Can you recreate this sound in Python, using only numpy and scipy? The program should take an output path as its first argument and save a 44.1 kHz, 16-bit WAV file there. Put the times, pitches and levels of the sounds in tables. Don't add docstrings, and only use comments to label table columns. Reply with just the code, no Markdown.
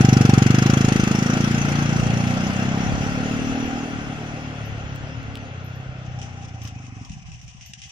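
import sys
import numpy as np
from scipy import signal
from scipy.fft import rfft, irfft, next_fast_len
from scipy.io import wavfile
from scipy.ndimage import uniform_filter1d, map_coordinates

SR = 44100
rng = np.random.default_rng(int(sys.argv[2]) if len(sys.argv) > 2 else 0)


def rack_gain(trim_db):
    fader = np.asarray(trim_db, float)
    return 10 ** (fader / 20)


def pcm_store(signal):
    levels = np.round(np.clip(np.atleast_2d(signal), -1, 1) * 32767)
    wavfile.write(sys.argv[1], SR, levels.astype(np.int16).T)


N = 349097
TIME = np.arange(N) / SR

# frequency in Hz, density in dB per Hz.
BREEZE_SPECTRUM = [(12, -51), (20, -27), (32, -22), (65, -9), (100, -11.5), (130, -7.5), (220, -120)]
# time in seconds, peak level in dB.
GUSTS = [(0.0, -34), (0.35, -34), (0.97, -26.5), (2.0, -25), (2.44, -28), (2.62, -28), (2.89, -20.5),
         (3.42, -25), (3.92, -31), (4.7, -32), (4.87, -31), (5.2, -31.5), (5.93, -35), (6.1, -34),
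         (7.12, -35), (7.3, -34.5)]
GUST_SHAPE = (90, 29, -70)
LULL_DB, LULL_SINKS = -31.5, 1.7

# time in seconds, level in dB, 60 dB decay in seconds.
CHIRPS = [(3.659, -58, .05), (4.656, -50, 0.098), (4.9, -64, 0.056), (5.645, -56, 0.22), (5.755, -62, 0.21),
          (6.22, -82, 0.11), (6.635, -53, 0.059), (7.42, -70, 0.22), (7.66, -59, 0.22), (7.88, -68, 0.12)]

# time in seconds, peak in dB, top band in dB, 60 dB decay in seconds.
TICKS = [(6.1873, -43, -36, 0.14), (6.2141, -35, -40, 0.24), (6.616, -40, -19, 0.24),
         (6.65, -36.5, -15, 0.12), (6.673, -35.5, -16, 0.077), (6.6874, -52, -19, 0.19),
         (6.7885, -51, -37, 0.16), (6.864, -44, -36, 0.1), (7.047, -38.5, -20, 0.091),
         (7.094, -41.5, -28, 0.1), (7.116, -42, -32, 0.19), (7.226, -62, -43, 0.082),
         (7.316, -42, -31, 0.16), (7.4125, -44, -27, 0.12), (7.4779, -43, -35, 0.21),
         (7.5344, -67, -43, 0.12), (7.6086, -40.5, -30.5, 0.42), (7.6597, -42, -24, 0.11),
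         (7.7336, -30, -39, 0.053), (7.816, -37.5, -33, 0.2), (7.835, -43, -37, 0.16)]
# time in seconds, level in dB.
RUSTLE = [
    (6.4, -53.5),
    (7.3, -54),
    (7.8, -53),
]
STIR_SHAPE = (77, 27, -58.5)
# frequency in Hz, density in dB per Hz.
LEAF_SPECTRUM = [(880, -67), (1650, -17), (2080, -10), (2250, -19), (2360, -9), (2860, -4), (4250, -19.5),
                 (5890, -4.5), (10300, -35), (12100, -48), (15000, -63)]

# time in seconds, peak in dB, top band in dB.
SNAPS = [(4.9535, -48, 4), (4.9605, -41, 4), (5.0955, -44, -6), (5.1478, -42, -20), (5.2317, -42, -4),
         (5.3553, -20.5, -18), (5.3585, -38, -14), (5.3725, -27, -18), (5.3745, -35, -20)]
# frequency in Hz, width in Hz.
SHELL_MODES = [
    (3000, 1700),
    (7600, 2200),
    (14900, 2000),
]

# time in seconds, level in dB.
PANEL_BUZZES = [(0.0, -21), (0.31, -24), (2.03, -29.5), (2.82, -28.5), (3.55, -28.5), (6.19, -36.5),
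                (7.83, -53)]
BUZZ_SHAPE = (70, 18, -72)

# time in seconds, peak in dB.
POPS = [(7.101, -17.5), (7.165, -23), (7.225, -31.5), (7.285, -27), (7.347, -36), (7.429, -32),
        (7.479, -34), (7.546, -30), (7.612, -36), (7.694, -31), (7.774, -33), (7.854, -36)]

# time in seconds, firings per second.
FIRING = [(0.0, 25.35), (0.394, 23.21), (0.711, 27.23), (1.052, 25.96), (1.506, 28.89), (2.084, 28.65),
          (3.32, 37.33), (3.856, 39.83), (4.081, 34.48), (4.167, 38.19), (5.026, 34.29), (5.193, 39.35),
          (5.276, 34.09), (5.435, 35.48), (5.541, 30.41), (5.794, 32.67), (6.575, 28.94), (7.14, 19.89)]
# time in seconds, throttle as exhaust over engine noise in dB, ground echo as bark over boom in dB.
EXHAUST = [(0, 10, -1), (0.85, 6.5, 1), (1.02, 5.5, 11), (1.6, 5.5, 11.5), (2.3, 5.5, 5.5), (2.52, 4.5, 28),
           (2.96, 4, 13), (3.45, 6, 19), (3.9, 3.5, 35), (4.03, 3.5, -1), (4.4, 4, 0.5), (4.66, 6.5, -12),
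           (5.07, 4, -8.5), (5.15, 1, -3), (5.46, 1, -5.5), (5.56, 6.5, -19.5), (6.25, 10.5, -18.5),
           (6.9, 10.5, -9)]
# time in seconds, level in dB.
AWAY = [(0, -0.5), (0.8, -1), (1.65, -4), (2.55, -6.5), (3.6, -9), (3.95, -12.5), (5.0, -16.5),
        (6.1, -21.5), (7.0, -27), (7.92, -40)]
# frequency in Hz, density in dB per Hz.
BODY_SPECTRUM = [(240, -5), (400, -4.5), (474, -2), (651, -2.5), (763, -0.5), (922, -9.5), (1160, -8),
                 (1360, -2.5), (1560, -5.5), (1710, -9), (1850, -7), (2480, -10), (2690, -6), (2950, -12.5),
                 (3400, -12.5), (3700, -20), (5590, -26.5), (9460, -120)]
# frequency in Hz, density in dB per Hz.
FAR_BODY_SPECTRUM = [(180, -45), (300, -14), (409, -19.5), (594, -16.5), (753, -1), (900, -20), (956, -8),
                     (1040, -8.5), (1090, -7), (1490, -13), (2000, -11), (2600, -6.5), (4400, -120)]
# frequency in Hz, density in dB per Hz.
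GAS_SPECTRUM = [(2350, -56), (4000, -8.5), (4690, -7), (5990, 1), (6710, -3.5), (8050, -17.5), (11000, -20),
                (12500, -28), (14900, -22.5), (15600, -56)]
ROAR_DB, HISS_DB, HISS_FADES = -22, -32.5, 1.46
THROB, THROB_FADES = 0.76, 1.54

# (Hz, width Hz)
BOOM, BARK = (133.6, 38), (196, 133)
FAR_BOOM = (115.5, 59)
RING = (252, 85)
UPPER = (390, 99)
IDLE = (140, 90)

# delay in seconds, level in dB.
WALLS = [
    (.009, -19),
    (.021, -23.5),
    (0.033, -23),
]
# frequency in Hz, 60 dB decay in seconds.
LANE_DECAY = [(60, 0.25), (300, 0.35), (1000, 0.083)]
# time when passed in seconds, echo level in dB.
CORNERS = [
    (3.4, -13.5),
    (3.65, -9),
]

# frequency in Hz, left-right likeness from 0 to 1.
ALIKE = [(400, .92), (850, .9), (1100, .5), (2000, .35), (2800, .2), (5000, .35), (8000, .3)]
# frequency in Hz, left minus right in dB.
TILT = [(60, 0.0), (130, 0.0), (290, 1.0), (640, 0.5), (1410, 3.0), (3100, 4.0), (6820, -1.0), (15000, 0.0)]
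LAG_LOW, LAG_HIGH = 0.00015, 0.000229
# frequency in Hz, level in dB.
AUDIBLE = [(4000, -115), (6500, -99), (7600, -96), (8800, -95), (10000, -99), (12000, -103), (14000, -102),
           (15500, -95)]
# frequency in Hz, level in dB.
HEARING = [(7500, -112), (9300, -103), (10500, -97), (15500, -93)]


def unit(x):
    return x / np.sqrt(np.mean(x ** 2) + 1e-20)


def along(points, hz):
    f, v = np.transpose(points)
    return np.interp(np.log(hz + 1), np.log(f + 1), v)


def curves(rows):
    s, *cols = np.transpose(rows)
    return [np.interp(TIME, s, c) for c in cols]


def ramp(start_s, length_s):
    return np.clip((TIME - start_s) / length_s, 0, 1)


def swells(rows, shape):
    rise, fall, calm_db = shape
    levels = [calm_db + 0 * TIME]
    for s, db in rows:
        levels.append(db - np.where(TIME < s, rise * (s - TIME), fall * (TIME - s)))
    return np.max(levels, axis=0)


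def wobble(rate):
    return map_coordinates(rng.standard_normal(int(N * rate / SR) + 4), [TIME * rate])


def steady(x):
    power = uniform_filter1d(np.mean(x ** 2, axis=0), size=SR // 6)
    return x / np.sqrt(np.abs(power) + 1e-14)


def filtered(x, response):
    m = next_fast_len(N + SR // 2)
    return irfft(rfft(x, m) * response(np.fft.rfftfreq(m, 1 / SR)), m)[..., :N]


def resonance(f, mode):
    c, w = mode
    return 1j * f * w / (c * c - f * f + 1j * f * w)


def rush(spectrum, alike, patchy_db):
    z = signal.stft(rng.standard_normal((2, N)), nperseg=512)[2]
    field = uniform_filter1d(rng.standard_normal(z.shape[1:]), size=4, axis=0)
    field = uniform_filter1d(field, size=8, axis=1)
    pair = signal.istft(z * rack_gain(patchy_db * unit(field)), nperseg=512)[1][:, :N]

    def colour(hz):
        turn = np.arccos(np.clip(along(alike, hz), -1, 1)) / 2
        return rack_gain(along(spectrum, hz)) * [np.cos(turn), np.sin(turn)]

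    mid, side = filtered(pair, colour)
    return unit(np.array([mid + side, mid - side]))


def breeze():
    lumps = rack_gain(2.5 * np.array([wobble(7), wobble(7)]) + 1.5 * wobble(5))
    buffets = steady(lumps * rush(BREEZE_SPECTRUM, [(30, 0.44), (90, 0.23)], patchy_db=2.5))
    level_db = np.maximum(swells(GUSTS, GUST_SHAPE), LULL_DB - LULL_SINKS * TIME)
    return rack_gain(level_db - 4.5) * buffets


def insect():
    level = 0
    for s, db, t60 in CHIRPS:
        level = level + rack_gain(db - 60 * np.abs(TIME - s) / np.where(TIME > s, t60, .01))
    rasp = [(11300, -50), (11800, -3), (12300, 0), (12900, -50)]  # (Hz, dB per Hz)
    return level * rush(rasp, [(12000, .4)], patchy_db=2)


def leaves():
    low, top, t = np.zeros(N + SR), np.zeros(N + SR), TIME[:SR // 3]
    for s, db, top_db, t60 in TICKS:
        fade = rack_gain(db - 7.0 - 60 * t / max(t60, .003)) + rack_gain(db - 4.5 - 60 * t / 0.013)
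        start = round((s + .0015) * SR)
        low[start:][:len(t)] += fade
        top[start:][:len(t)] += fade * rack_gain(top_db)
    low = uniform_filter1d(low[:N], size=24)
    rustle_db = swells(RUSTLE, STIR_SHAPE) + 2.5 + 3 * wobble(70)
    low = low + rack_gain(rustle_db) * ramp(5.8, .3)
    bright = rush([(7000, -40), (9500, 0), (15500, 0)], [(9000, .3)], patchy_db=2)
    return low * rush(LEAF_SPECTRUM, [(2000, 0.07)], patchy_db=1.0) + top[:N] * bright


def case():
    out = 0
    for mode, top_share in zip(SHELL_MODES, (0, .7, 1)):
        blows = np.zeros(N)
        for s, db, top_db in SNAPS:
            blows[round(s * SR)] = rack_gain(db + top_share * top_db) * SR / (2 * np.pi * mode[1])
        out = out + filtered(blows, lambda f: 2.5 * resonance(f, mode) ** 2)
    return np.array([np.roll(out, -round(LAG_HIGH * SR)), out])


def panel():
    spectrum = [(640, -11.5), (740, 5.0), (795, 12.5), (850, -1.0), (950, -46)]  # (Hz, dB per Hz)
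    return rack_gain(swells(PANEL_BUZZES, BUZZ_SHAPE) - 9.0) * rush(spectrum, ALIKE, patchy_db=0.5)


def scattered(x):
    out, step = np.zeros((2, N + 2 * SR)), SR // 3
    for start in range(-step, N, step):
        hz, t, z = signal.stft(rng.standard_normal((2, step)), SR, nperseg=1024)
        decay = rack_gain(-60 * t / along(LANE_DECAY, hz)[:, None])
        a, b = signal.istft(z * decay, SR, nperseg=1024)[1]
        tail = np.array([a + 0.85 * b, a - 0.053 * b]) / np.linalg.norm(a)
        piece = np.pad(x, (step, 2 * step))[start + step:][:2 * step] * np.hanning(2 * step)
        answer = signal.fftconvolve(piece[None], tail, axes=1)
        out[:, start + step:][:, :answer.shape[1]] += answer
    return out[:, step:][:, :N]


def thumps(kicks, mode, puff_s):
    def pipe(f):
        puff = np.exp(-(np.pi * f * puff_s) ** 2)
        open_end = f ** 4 / ((0.54 * mode[0]) ** 4 + f ** 4)
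        return puff * resonance(f, mode) * open_end

    return filtered(kicks, pipe)


def coasting():
    kicks = np.zeros(N)
    for s, db in POPS:
        kicks[round(s * SR) + 110] = -rack_gain(db)
    pops = 220 * thumps(kicks, IDLE, puff_s=.0018)
    return pops + rack_gain(-5) * scattered(pops)


def firings():
    cycles = -.185 + np.cumsum(curves(FIRING)[0]) / SR
    at = np.flatnonzero((np.diff(np.floor(cycles)) > 0) & (TIME[1:] < 7.04))
    size, slip = rng.standard_normal((len(at), 2)).T
    far = TIME[at] / TIME[-1]
    place = at + slip * (.0001 + .0002 * far) * SR
    kicks = np.zeros(N)
    kicks[np.clip(place, 0, N - 1).astype(int)] = rack_gain(size * (.6 + 2.5 * far ** 3))
    return kicks


def bursts(kicks, rise_s, fall_s):
    t = TIME[:SR // 10]
    onset = (t / rise_s) ** 2
    shape = np.exp(-t / fall_s) * onset / (1 + onset)
    return steady(signal.fftconvolve(kicks, shape)[None, :N])


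def roar(kicks):
    away_db, = curves(AWAY)
    throb = np.clip(THROB * rack_gain(THROB_FADES * away_db), 0, 1)
    gone = ramp(6.2, 0.71)
    body = np.sqrt(1 - gone) * rush(BODY_SPECTRUM, ALIKE, patchy_db=1.26)
    body = body + rack_gain(-2.0) * np.sqrt(gone) * rush(FAR_BODY_SPECTRUM, ALIKE, patchy_db=3.5)
    band = filtered(body, lambda f: resonance(f, (600, 370)))
    body = body - 0.53 * (1 - ramp(1.2, 1.5)) * band
    body = (1 - 0.66 * throb + 0.43 * throb * bursts(kicks, 0.0044, 0.0051)) * body
    hiss = (1 - throb + throb * bursts(kicks, .005, .005)) * rush(GAS_SPECTRUM, ALIKE, patchy_db=3)
    return rack_gain(ROAR_DB + away_db) * body + rack_gain(HISS_DB + HISS_FADES * away_db + 2) * hiss


def corners(x):
    start, end, fade = 0.96, 2.9, 0.49
    closing = 0.012
    heard = np.clip(np.minimum(TIME - start, end - TIME) / fade, 0, 1)
    x = filtered(x, lambda f: np.exp(-(f * 0.0029) ** 4))
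    return heard * sum(rack_gain(db) * np.interp(TIME - closing * (s - TIME), TIME, x) for s, db in CORNERS)


def exhaust(kicks):
    throttle_db, echo_db = curves(EXHAUST)
    boom_db = ROAR_DB + curves(AWAY)[0] + throttle_db - 10 * np.log10(1 + rack_gain(2 * echo_db))
    bark_db = boom_db + echo_db
    heard = kicks + sum(rack_gain(db) * np.roll(kicks, round(s * SR)) for s, db in WALLS)

    def voice(mode, puff_s):
        return steady(thumps(heard, mode, puff_s)[None])

    away = ramp(3.6, 1.2)
    boom = (1 - away) * voice(BOOM, 0.0017) + away * voice(FAR_BOOM, 0.0017)
    soft = ramp(0.93, 0.73)
    wide = (1 - soft) * voice(BARK, 0.00079) + soft * voice(BARK, 0.0013)
    ringing = steady(thumps(thumps(heard, RING, puff_s=0.001), RING, puff_s=0)[None])
    narrow = 0.65 * ramp(2.36, 1.29)
    bark = steady((1 - narrow) * wide + narrow * ringing)
    upper = ramp(2.35, .5) * voice(UPPER, 0.00074)

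    direct = rack_gain(boom_db) * boom + rack_gain(bark_db) * bark + rack_gain(bark_db - 16.5) * upper
    direct = direct * (1 - ramp(7.06, .03))
    direct = direct + corners(direct[0])
    wet = .06 * ramp(1.0, .9) + np.clip(.1 * (4 - throttle_db), 0, .5)
    return np.sqrt(1 - wet) * direct + np.sqrt(wet) * scattered(direct[0])


def scene():
    kicks = firings()
    surroundings = breeze() + insect() + leaves() + case()
    return surroundings + panel() + coasting() + roar(kicks) + exhaust(kicks)


def without_faint_bands(x):
    hz, _, z = signal.stft(x, SR, nperseg=2048)
    bands = (np.abs(z[:, :1024]) ** 2).reshape(2, 64, 16, -1).mean(axis=(0, 2))
    band_hz = hz[8:1024:16]
    loud_db = np.clip(10 * np.log10(2 * bands.sum(axis=0) + 1e-12), -55, -31)
    loud_db = uniform_filter1d(loud_db, size=5)
    whim = unit(uniform_filter1d(rng.standard_normal(bands.shape), size=2, axis=1))
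    limit_db = along(AUDIBLE, band_hz)[:, None] + 1.2 * (loud_db + 45)
    limit_db = np.maximum(limit_db, along(HEARING, band_hz)[:, None]) + 2.5 * whim
    z[:, :1024] *= np.repeat(bands > rack_gain(2 * limit_db), 16, axis=0)
    return signal.istft(z, SR, nperseg=2048)[1][:, :N]


def ports(dry):
    side = np.array([[.5], [-.5]])

    def response(hz):
        lag = along([(700, LAG_LOW), (1100, LAG_HIGH)], hz)
        turn = np.exp(-2j * np.pi * hz * side * lag)
        return rack_gain(side * along(TILT, hz)) * turn * (hz < 15700)

    return filtered(dry, response)


def low_pass(x):
    return signal.sosfilt(signal.butter(12, 15700, fs=SR, output="sos"), x)


def record(dry):
    x = ports(dry)
    x = x / (1 + np.abs(x / 1.05) ** 8) ** (1 / 8)
    return low_pass(without_faint_bands(x))


dry = scene()
out = record(dry)
pcm_store(out)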